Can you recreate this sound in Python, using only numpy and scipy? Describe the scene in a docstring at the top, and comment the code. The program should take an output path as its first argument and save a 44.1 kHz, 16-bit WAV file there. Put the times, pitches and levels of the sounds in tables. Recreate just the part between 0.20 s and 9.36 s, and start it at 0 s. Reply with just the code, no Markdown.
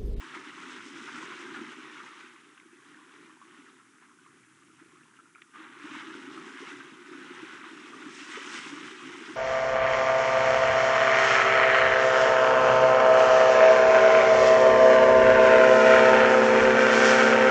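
"""Elephant wading in a waterhole

An elephant wades through shallow water, some way off across bare ground; ringing bubbles and filtered
noise make the froth of each stride, and short decaying sines make plops, gulps and drips.
While it stands, the water laps and drips under quiet outdoor air.
The colour tables hold the hollow near 600 Hz that the ground's reflection leaves.
"""
import sys
import numpy as np
from scipy import signal
from scipy.fft import rfft, irfft, next_fast_len
from scipy.io import wavfile
from scipy.ndimage import map_coordinates

SR = 44100
rng = np.random.default_rng(int(sys.argv[2]) if len(sys.argv) > 2 else 0)


def to_wav(sig):
    """Store sig (one row per channel, or 1-D mono) as 16-bit WAV at the path in sys.argv[1].

    Samples outside -1..1 are clipped; the rate is SR.
    """
    pcm = np.clip(np.atleast_2d(sig), -1, 1) * 32767
    pcm = np.round(pcm).astype(np.int16)
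    wavfile.write(sys.argv[1], SR, pcm.T)  # frames by channels


N = 403956  # length in samples

# A leg or the trunk sweeps through the water: fastest moment t/s, slosh level/dB, churn level/dB,
# spray level/dB, swing up to that moment/s, settling time to -60 dB/s
STRIDES = [(.02, -57, -51.5, -63.5, 0.39, 4.7), (.55, -52.5, -49.5, -61, 0.49, 1.45),
           (.67, -69, -68, -59.5, 0.095, 2.2), (0.985, -48, -47, -58.5, 0.34, 2.6),
           (1.12, -59, -60, -63, 0.12, 0.39), (1.37, -48.5, -49, -65.5, 0.46, 1.2),
           (1.811, -55, -49.5, -64.5, 0.96, 1.76), (2.01, -77, -56, -69, 0.17, 0.58),
           (5.365, -56, -50.5, -76, 0.023, 2.7), (5.77, -50, -46.5, -61.5, 0.27, 2.6),
           (6.2, -50.5, -58, -68, 0.51, 2.5), (6.5, -54.5, -48, -62, 0.65, 0.74),
           (6.93, -52.5, -51, -66.5, 0.061, 2.1), (7.301, -51, -47.5, -62.5, 0.44, 2.36),
           (7.681, -51, -50.5, -62, 0.23, 2.8), (7.96, -64, -65, -56, 0.12, 2.8),
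           (8.23, -54.5, -45.5, -54, 0.32, 1.9), (8.36, -65, -45.5, -51, 0.15, 1.04),
           (8.65, -47.5, -49, -61, 0.63, 0.86), (9.13, -51.5, -49.5, -58.5, 0.97, 2)]
# Lapping of the pool, before its random wavelets: t/s, churn level/dB
LAPPING = [(0, -55.5), (2.5, -66), (2.74, -61), (3.55, -63), (3.7, -66), (4.6, -67), (5.25, -69),
           (6.5, -58.5), (6.87, -60.5), (9.16, -53)]
# Slaps of falling water, before the bubbles fill them in: t/s, nominal peak level/dB, length/s
SLAPS = [(0.131, -28.5, 0.041), (0.874, -28, 0.019), (.978, -32.5, 0.019), (1.1, -33, 0.045),
         (1.341, -28, 0.018), (1.359, -29, 0.02), (1.514, -32.5, 0.028), (2.002, -34.5, 0.014),
         (3.796, -45.5, 0.077), (4.58, -47, 0.032), (5.331, -37.5, 0.041), (5.726, -30.5, 0.045),
         (5.785, -31, 0.037), (6.481, -38, 0.035), (6.595, -35, .016), (7.819, -32, 0.018),
         (8.125, -34, .035), (8.46, -28, 0.019)]
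# Single bubbles: t/s, nominal peak level/dB, starting pitch f/Hz
PLOPS = [(.15, -32, 2100), (.168, -34, 1046), (0.434, -33, 1370), (.883, -37, 910), (1.138, -37, 1460),
         (1.343, -34.5, 1830), (2.378, -44, 1555), (2.746, -41, 1780), (2.772, -42, 1450),
         (2.79, -42, 1105), (2.81, -47, 1030), (3.095, -43, 1085), (3.171, -48, 910), (3.215, -37, 1093),
         (3.374, -40.5, 1340), (3.485, -42, 1260), (3.6, -43, 1340), (3.825, -47, 1010),
         (4.062, -42.5, 1150), (4.602, -47, 1900), (4.722, -48, 1076), (4.769, -47, 1220),
         (4.809, -44.5, 1520), (4.834, -48, 2600), (4.938, -45, 1570), (4.967, -48, 2740),
         (4.99, -39.5, 1330), (5.057, -45, 1360), (5.15, -39, 2300), (5.157, -37, 1370), (5.183, -42, 1360),
         (5.357, -37, 1144), (5.902, -30, 1620), (6.176, -29, 1230), (6.602, -32.5, 1516),
         (7.199, -37, 1030), (7.44, -31.5, 1170), (7.733, -32, 1184)]
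# Big air pockets closing behind a leg, before tuning and colour: t/s, nominal level/dB, nominal f/Hz
GULPS = [(.162, -27.5, 313), (.268, -31, 300), (0.812, -28.5, 241), (0.977, -29, 306), (1.413, -21, 329),
         (1.91, -36, 330), (2.458, -37, 325), (2.528, -36.5, 344), (3.385, -38.5, 272), (3.491, -43, 290),
         (4.27, -43.5, 295), (4.614, -38, 320), (4.73, -38.5, 342), (5.402, -34, 321), (5.64, -25, 295),
         (5.764, -26.5, 308), (5.948, -31, 330), (6.72, -30.5, 270), (6.912, -28.5, 360), (6.96, -31, 330),
         (7.106, -27.5, 360), (7.228, -25, 338), (7.86, -25, 286), (8.088, -31, 339), (8.267, -26, 324),
         (8.461, -25, 318), (8.525, -28, 305), (8.63, -31, 293)]
# Drops that smack the surface and trap no air, before colour: t/s, nominal level/dB
SMACKS = [(2.378, -49), (2.4, -47), (4.065, -58), (5.22, -36.5), (1.137, -38)]
# Air pockets squeezed up to the surface: loudest moment t/s, peak level/dB, pitch at that moment f/Hz
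BLOOPS = [(6.428, -38, 359), (8.178, -34, 415.5)]

# Colour of the froth, from the largest bubbles to the smallest: f/Hz, relative level/dB
SLOSH_COLOUR = [(30, -61), (60, -62), (95, -37), (125, -7.5), (185, -17), (250, -4), (310, 0), (365, -2),
                (430, -12), (520, -23), (700, -15), (1200, -80.5)]
CHURN_COLOUR = [(350, -40.5), (520, -10), (680, -18.5), (820, -11), (1100, -4), (1480, -1), (1750, -5.5),
                (2100, -9), (2800, -14), (4500, -37)]
FIZZ_COLOUR = [(1200, -52.5), (1900, 5), (2400, -4.5), (3000, -4), (3700, -7), (4400, -15), (5500, -23.5),
               (8000, -61.5)]
SPRAY_COLOUR = [(2800, -33), (4300, -6), (5200, -0.5), (6200, -1.5), (7000, -4.5), (8000, -5.5),
                (9200, -10.5), (10000, -16.5), (11000, -32)]
# Colour of steady outdoor air and microphone hiss: f/Hz, relative level/dB
AIR_COLOUR = [(25, -15), (60, -36), (90, -11.5), (125, -0.5), (170, -3), (300, 5.5), (420, -19),
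              (600, -27.5), (1300, 0.5), (2500, -16.5), (4400, -17.5), (6000, -10), (8500, -10),
              (11000, -13)]
# Scatter from bank and bushes, cut off after a quarter second: f/Hz, fading time to -60 dB/s
BANK_FADING = [(200, 0.63), (1500, 0.51), (9000, 0.11)]
# Colours of the smaller sounds: f/Hz, relative level/dB
TRICKLE_COLOUR = [(500, -22.5), (1000, -1), (1500, 2.5), (3400, -12.5), (4500, -25.5)]
SPATTER_COLOUR = [(1000, -15), (3000, 0.5), (4400, -6), (5500, -7), (8000, -15), (11000, -25)]
RUMBLE_COLOUR = [(50, -26), (135, -2), (400, -19), (1000, -60)]
SLAP_COLOUR = [(100, -40), (300, -40), (650, -10.5), (1000, 3.5), (1450, 10.0),
               (2200, -0.5), (3400, -8.5), (4400, -18), (6000, -17.0), (10000, -29)]
GULP_COLOUR = [(50, -28.0), (120, 0.5), (240, 0.0), (450, -6.0), (700, -8.5)]
SMACK_COLOUR = [(600, -31), (1200, 0), (2200, 10.5), (3500, 1), (4600, -17), (10000, -23)]

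TOP_HZ = 11130  # nothing is kept from here up
CALM_DB = -61.5  # churn of calm water
LAP_SLOSH_DB, LAP_SPRAY_DB = 1.5, -14  # lapping: slosh and spray against its churn
LAP_SWING_DB, LAP_RATE = 2.34, 7  # rise and fall of the wavelets; random points a second
FIZZ_DB, FIZZ_FOLLOWS_SPRAY = 2.5, 0.49  # fizz lies between churn and spray: offset, share of spray
# Trickle: level in calm water, dB per dB of churn, depth of the spurts
TRICKLE_DB, TRICKLE_GROWS, TRICKLE_CLUMP_DB = -67, 0.57, 2.5
SPATTER_DB, SPATTER_CLUMP_DB = -5.5, 5.5  # coarse drops: level against the spray, depth of the clumps
DRIP_DB, DRIP_GROWS = -48.5, 0.63  # strongest stray drops in calm water; dB per dB of churn
RUMBLE_S, RUMBLE_WIDTH_S, RUMBLE_DB = 4.55, 0.75, -71.5  # middle, half-width, level at the middle
PLOP_CYCLES = 42.4  # cycles (at the starting pitch) to fade by 60 dB
# Weaker bubbles of nearby pitch that follow a plop: time between them, change of level for each,
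# scatter of pitch (natural log)
FOLLOW_S, FOLLOW_DB, FOLLOW_SPREAD = 0.007, -9, 0.16
SMACK_RISE_S, SMACK_T60_S = 0.0013, 0.017  # time constant of the rise; fading time to -60 dB
BLOOP_ROUGH = 0.81  # the pocket's wall quivers: scatter of phase in radians
# Time constant of the build-up, fading time to -60 dB, upward glide
BLOOP_SWELL_S, BLOOP_T60_S, BLOOP_OCTAVES_PER_S = 0.0087, 0.032, 30.2


def amp(db):
    """Turn decibels into gain."""
    return 10 ** (np.asarray(db) / 20)


def unit(x):
    """Scale a sound to an average (rms) level of 1."""
    return x / np.sqrt(np.mean(x ** 2) + 1e-20)


def along(points, hz):
    """Read (Hz, value) points at any frequency, on a log axis."""
    f, v = np.transpose(points)
    return np.interp(np.log(hz + 1), np.log(f + 1), v)


def curves(rows):
    """Give one value per sample for each column after the time."""
    s, *cols = np.transpose(rows)
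    return [np.interp(np.arange(N) / SR, s, c) for c in cols]


def wobble(rate):
    """Draw a smooth random curve through rate random points a second."""
    points = rng.standard_normal(int(N * rate / SR) + 4)
    return map_coordinates(points, [np.arange(N) * rate / SR])


def fade(t, t60):
    """Die away exponentially, 60 dB down after t60 seconds."""
    return np.exp(-np.log(1000) * t / t60)


def add(track, s, sound):
    """Mix a sound into the track at time s."""
    part = track[max(round(s * SR), 0):][:len(sound)]
    part += sound[:len(part)]


def coloured(x, spectrum):
    """Filter with the gain of the (Hz, dB) points, with no sound ahead of its cause."""
    m = 2 * next_fast_len(N // 2 + SR // 4)
    gain = amp(along(spectrum, np.fft.rfftfreq(m, 1 / SR)))
    # folding the cepstrum forward in time gives a minimum-phase filter
    cepstrum = irfft(np.log(gain))
    cepstrum[1:m // 2] *= 2
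    cepstrum[m // 2 + 1:] = 0
    return irfft(rfft(x, m) * np.exp(rfft(cepstrum)))[:N]


def bubble(t, hz, t60, rise, onset):
    """Ring an air bubble: it swells over onset cycles and its pitch climbs as it nears the surface."""
    ring = np.sin(2 * np.pi * hz * t * (1 + rise * t / t60 / 2))
    swell = 1 - np.exp(-t * hz / onset)
    return ring * fade(t, t60) * swell


def cloud(low_hz, high_hz, cycles, spread_db, count):
    """Gather bubbles of random size and strength at random moments, rms 1."""
    when, size, strength, life = rng.random((count, 4)).T
    hz = low_hz * (high_hz / low_hz) ** size
    t60 = cycles * (.5 + life) / hz  # small bubbles die sooner
    gain = amp(-spread_db * np.log(.01 + .99 * strength)) * hz
    lengths = (.6 * t60 * SR).astype(int)
    # lay all bubbles end to end: which bubble owns each sample, and how old it is
    owner = np.repeat(np.arange(count), lengths)
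    age = np.arange(len(owner)) - (np.cumsum(lengths) - lengths)[owner]
    rings = gain[owner] * bubble(age / SR, hz[owner], t60[owner], rise=0.3, onset=0.23)
    # then sum them at their own places in time
    place = (when * N).astype(int)[owner] + age
    return unit(np.bincount(place, rings, N)[:N])


def froth(bubbles, rush_db, spectrum):
    """Lay a bubble cloud on the noisy rush of torn water, rms 1."""
    rush = amp(rush_db) * rng.standard_normal(N)
    return unit(coloured(bubbles + rush, spectrum))


def stirring():
    """Give slosh, churn and spray in dB: sweeps build as a limb swings, then settle into the lapping."""
    t = np.arange(N) / SR
    lap_db = curves(LAPPING)[0] + LAP_SWING_DB * wobble(LAP_RATE)
    power = amp([lap_db + LAP_SLOSH_DB, lap_db, lap_db + LAP_SPRAY_DB]) ** 2
    for s, *levels_db, swing, t60 in STRIDES:
        build = np.clip(1 + (t - s) / swing, 0, 1)
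        sweep = build * fade(np.maximum(t - s, 0), t60)
        power += np.outer(amp(levels_db), sweep) ** 2
    return 10 * np.log10(power)


def droplets(churn_db, spray_db):
    """Small drops trickle off the hide in spurts; thrown spray comes down in coarse clumps."""
    trickle = cloud(940, 3440, cycles=11.5, spread_db=1.0, count=1300)
    trickle = unit(coloured(trickle * amp(TRICKLE_CLUMP_DB * wobble(25)), TRICKLE_COLOUR))
    spatter = cloud(2230, 8200, cycles=13, spread_db=0.5, count=3500)
    clumps_db = SPATTER_CLUMP_DB * np.tanh(wobble(60))
    spatter = unit(coloured(spatter * amp(clumps_db), SPATTER_COLOUR))
    trickle_db = TRICKLE_DB + TRICKLE_GROWS * (churn_db - CALM_DB)
    return trickle * amp(trickle_db) + spatter * amp(spray_db + SPATTER_DB)


def drips(churn_db, count, low_hz, high_hz, range_db):
    """Stray drops off the wet hide ring as bubbles at random, louder when the water is thrown about."""
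    out = np.zeros(N)
    t = np.arange(SR // 12) / SR
    for when, size, weakness in rng.random((count, 3)):
        hz = low_hz * (high_hz / low_hz) ** size
        gain = amp(DRIP_DB - range_db * weakness) * np.sqrt(low_hz / hz)
        ring = bubble(t, hz, PLOP_CYCLES / hz, rise=0.17, onset=0.78)
        add(out, when * N / SR, gain * ring)
    return out * amp(DRIP_GROWS * (churn_db - CALM_DB))


def wading():
    """Strides stir four sizes of bubble and shed drops; calm water has fewer, more distinct bubbles."""
    slosh_db, churn_db, spray_db = stirring()
    fizz_db = churn_db + FIZZ_DB + FIZZ_FOLLOWS_SPRAY * (spray_db - churn_db)
    surge = wobble(22)  # wavelets break unevenly
    slosh = froth(cloud(152.8, 497, cycles=14.8, spread_db=0.86, count=2400), 0, SLOSH_COLOUR)
    dense = froth(cloud(750, 2810, cycles=19.0, spread_db=0.0, count=10000), 0, CHURN_COLOUR)
    sparse = cloud(700, 3000, cycles=22, spread_db=2.9, count=5500)
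    sparse = unit(coloured(sparse, CHURN_COLOUR))
    busy = np.clip((churn_db + 66.5) / 12, .05, .95)  # dense froth's share of the power
    churn = np.sqrt(busy) * dense + np.sqrt(1 - busy) * sparse
    fizz = froth(cloud(2103, 4250, cycles=13.0, spread_db=-1.0, count=11000), 0.93, FIZZ_COLOUR)
    spray = froth(cloud(4360, 9340, cycles=8.9, spread_db=2.0, count=22000), 0, SPRAY_COLOUR)
    return (slosh * amp(slosh_db + 1.1 * wobble(11))
            + churn * amp(churn_db + 0.63 * surge)
            + fizz * amp(fizz_db + 1.06 * surge)
            + spray * amp(spray_db + 0.76 * surge + 1.0 * wobble(40))
            + droplets(churn_db, spray_db)
            + drips(churn_db, count=220, low_hz=974, high_hz=3260, range_db=8.5))


def outdoors():
    """Coloured noise gives still air and microphone hiss, with one slow swell of low rumble."""
    air = unit(coloured(rng.standard_normal(N), AIR_COLOUR))
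    rumble = unit(coloured(rng.standard_normal(N), RUMBLE_COLOUR))
    swell = np.exp(-((np.arange(N) / SR - RUMBLE_S) / RUMBLE_WIDTH_S) ** 2)
    return amp(-64.5) * air + amp(RUMBLE_DB) * swell * rumble


def bank(x):
    """Bank and bushes scatter the sound into fading noise, drawn afresh every eighth of a second."""
    out = np.zeros(N)
    step = SR // 8
    for start in range(0, N, step):
        hz, t, z = signal.stft(rng.standard_normal(SR // 4), SR, nperseg=256)
        fading = fade(t, along(BANK_FADING, hz)[:, None])
        tail = signal.istft(z * fading, SR, nperseg=256)[1]
        echo = signal.fftconvolve(x[start:start + step], tail / np.linalg.norm(tail))
        add(out, start / SR, echo)
    return out


def slaps():
    """A sheet of water falls back and bursts into bubbles, a short swell of froth."""
    envelope = np.zeros(N)
    t = np.arange(SR // 3) / SR
    for s, db, length in SLAPS:
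        u = t / (length / 2)  # the swell is fullest at u = 1
        add(envelope, s, amp(db - 13.5) * u * np.exp((1 - u * u) / 2))
    bubbles = cloud(832, 3880, cycles=45, spread_db=-4.0, count=8000)
    return envelope * froth(bubbles, 17, SLAP_COLOUR)


def plops():
    """A falling drop traps a ringing bubble, with two fainter ones of nearby pitch just after."""
    rings = np.zeros(N)
    t = np.arange(SR // 8) / SR
    for s, db, hz in PLOPS:
        add(rings, s, amp(db - 4.0) * bubble(t, hz, PLOP_CYCLES / hz, rise=0.15, onset=0.42))
        for k, (late, shift) in enumerate(rng.uniform(-1.01, 1, (2, 2)), 1):
            near_hz = hz * np.exp(FOLLOW_SPREAD * shift)
            follower = bubble(t, near_hz, PLOP_CYCLES / near_hz, rise=0.39, onset=0.86)
            add(rings, s + FOLLOW_S * (k + late / 2), amp(db - 2.0 + k * FOLLOW_DB) * follower)
    return rings


def gulps():
    """Large pockets of air swell and ring low and briefly."""
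    out = np.zeros(N)
    t = np.arange(SR // 4) / SR
    for s, db, hz in GULPS:
        add(out, s, amp(db + 3.0) * bubble(t, hz * 0.967, 0.046, rise=0.2, onset=2.35))
    return coloured(out, GULP_COLOUR)


def smacks():
    """A heavy drop flattens on the surface with one short, dry tick of noise."""
    ticks = np.zeros(N)
    t = np.arange(-SR // 100, SR // 20) / SR
    shape = np.exp(np.minimum(t, 0) / SMACK_RISE_S) * fade(np.maximum(t, 0), SMACK_T60_S)
    for s, db in SMACKS:
        add(ticks, s + t[0], amp(db) * shape * rng.standard_normal(len(t)))
    return coloured(ticks, SMACK_COLOUR)


def bloops():
    """A pocket of air swells, glides quickly upward in pitch and breaks at the surface."""
    out = np.zeros(N)
    t = np.arange(-SR // 25, SR // 25) / SR
    shape = np.exp(np.minimum(t, 0) / BLOOP_SWELL_S) * fade(np.maximum(t, 0), BLOOP_T60_S)
    for s, db, hz in BLOOPS:
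        phase = 2 * np.pi * np.cumsum(hz * 2 ** (BLOOP_OCTAVES_PER_S * t)) / SR
        quiver = BLOOP_ROUGH * wobble(220)[:len(t)]
        add(out, s + t[0], amp(db) * shape * np.sin(phase + quiver))
    return out


def scene():
    """Mix the water, its faint echo and the open air into one channel."""
    water = wading() + slaps() + plops() + gulps() + bloops()
    echo = amp(-12.0) * bank(water)
    return (water + smacks() + echo + outdoors())[None]


def record(dry):
    """Apply the microphone's bass roll-off, then a sharp treble limit."""
    m = next_fast_len(N + SR // 2)
    bass_cut = signal.butter(2, 90, "highpass", fs=SR, output="sos")
    thin = signal.sosfilt(bass_cut, dry)
    kept = np.fft.rfftfreq(m, 1 / SR) < TOP_HZ
    return irfft(rfft(thin, m) * kept, m)[:, :N]


dry = scene()
out = record(dry)
to_wav(out)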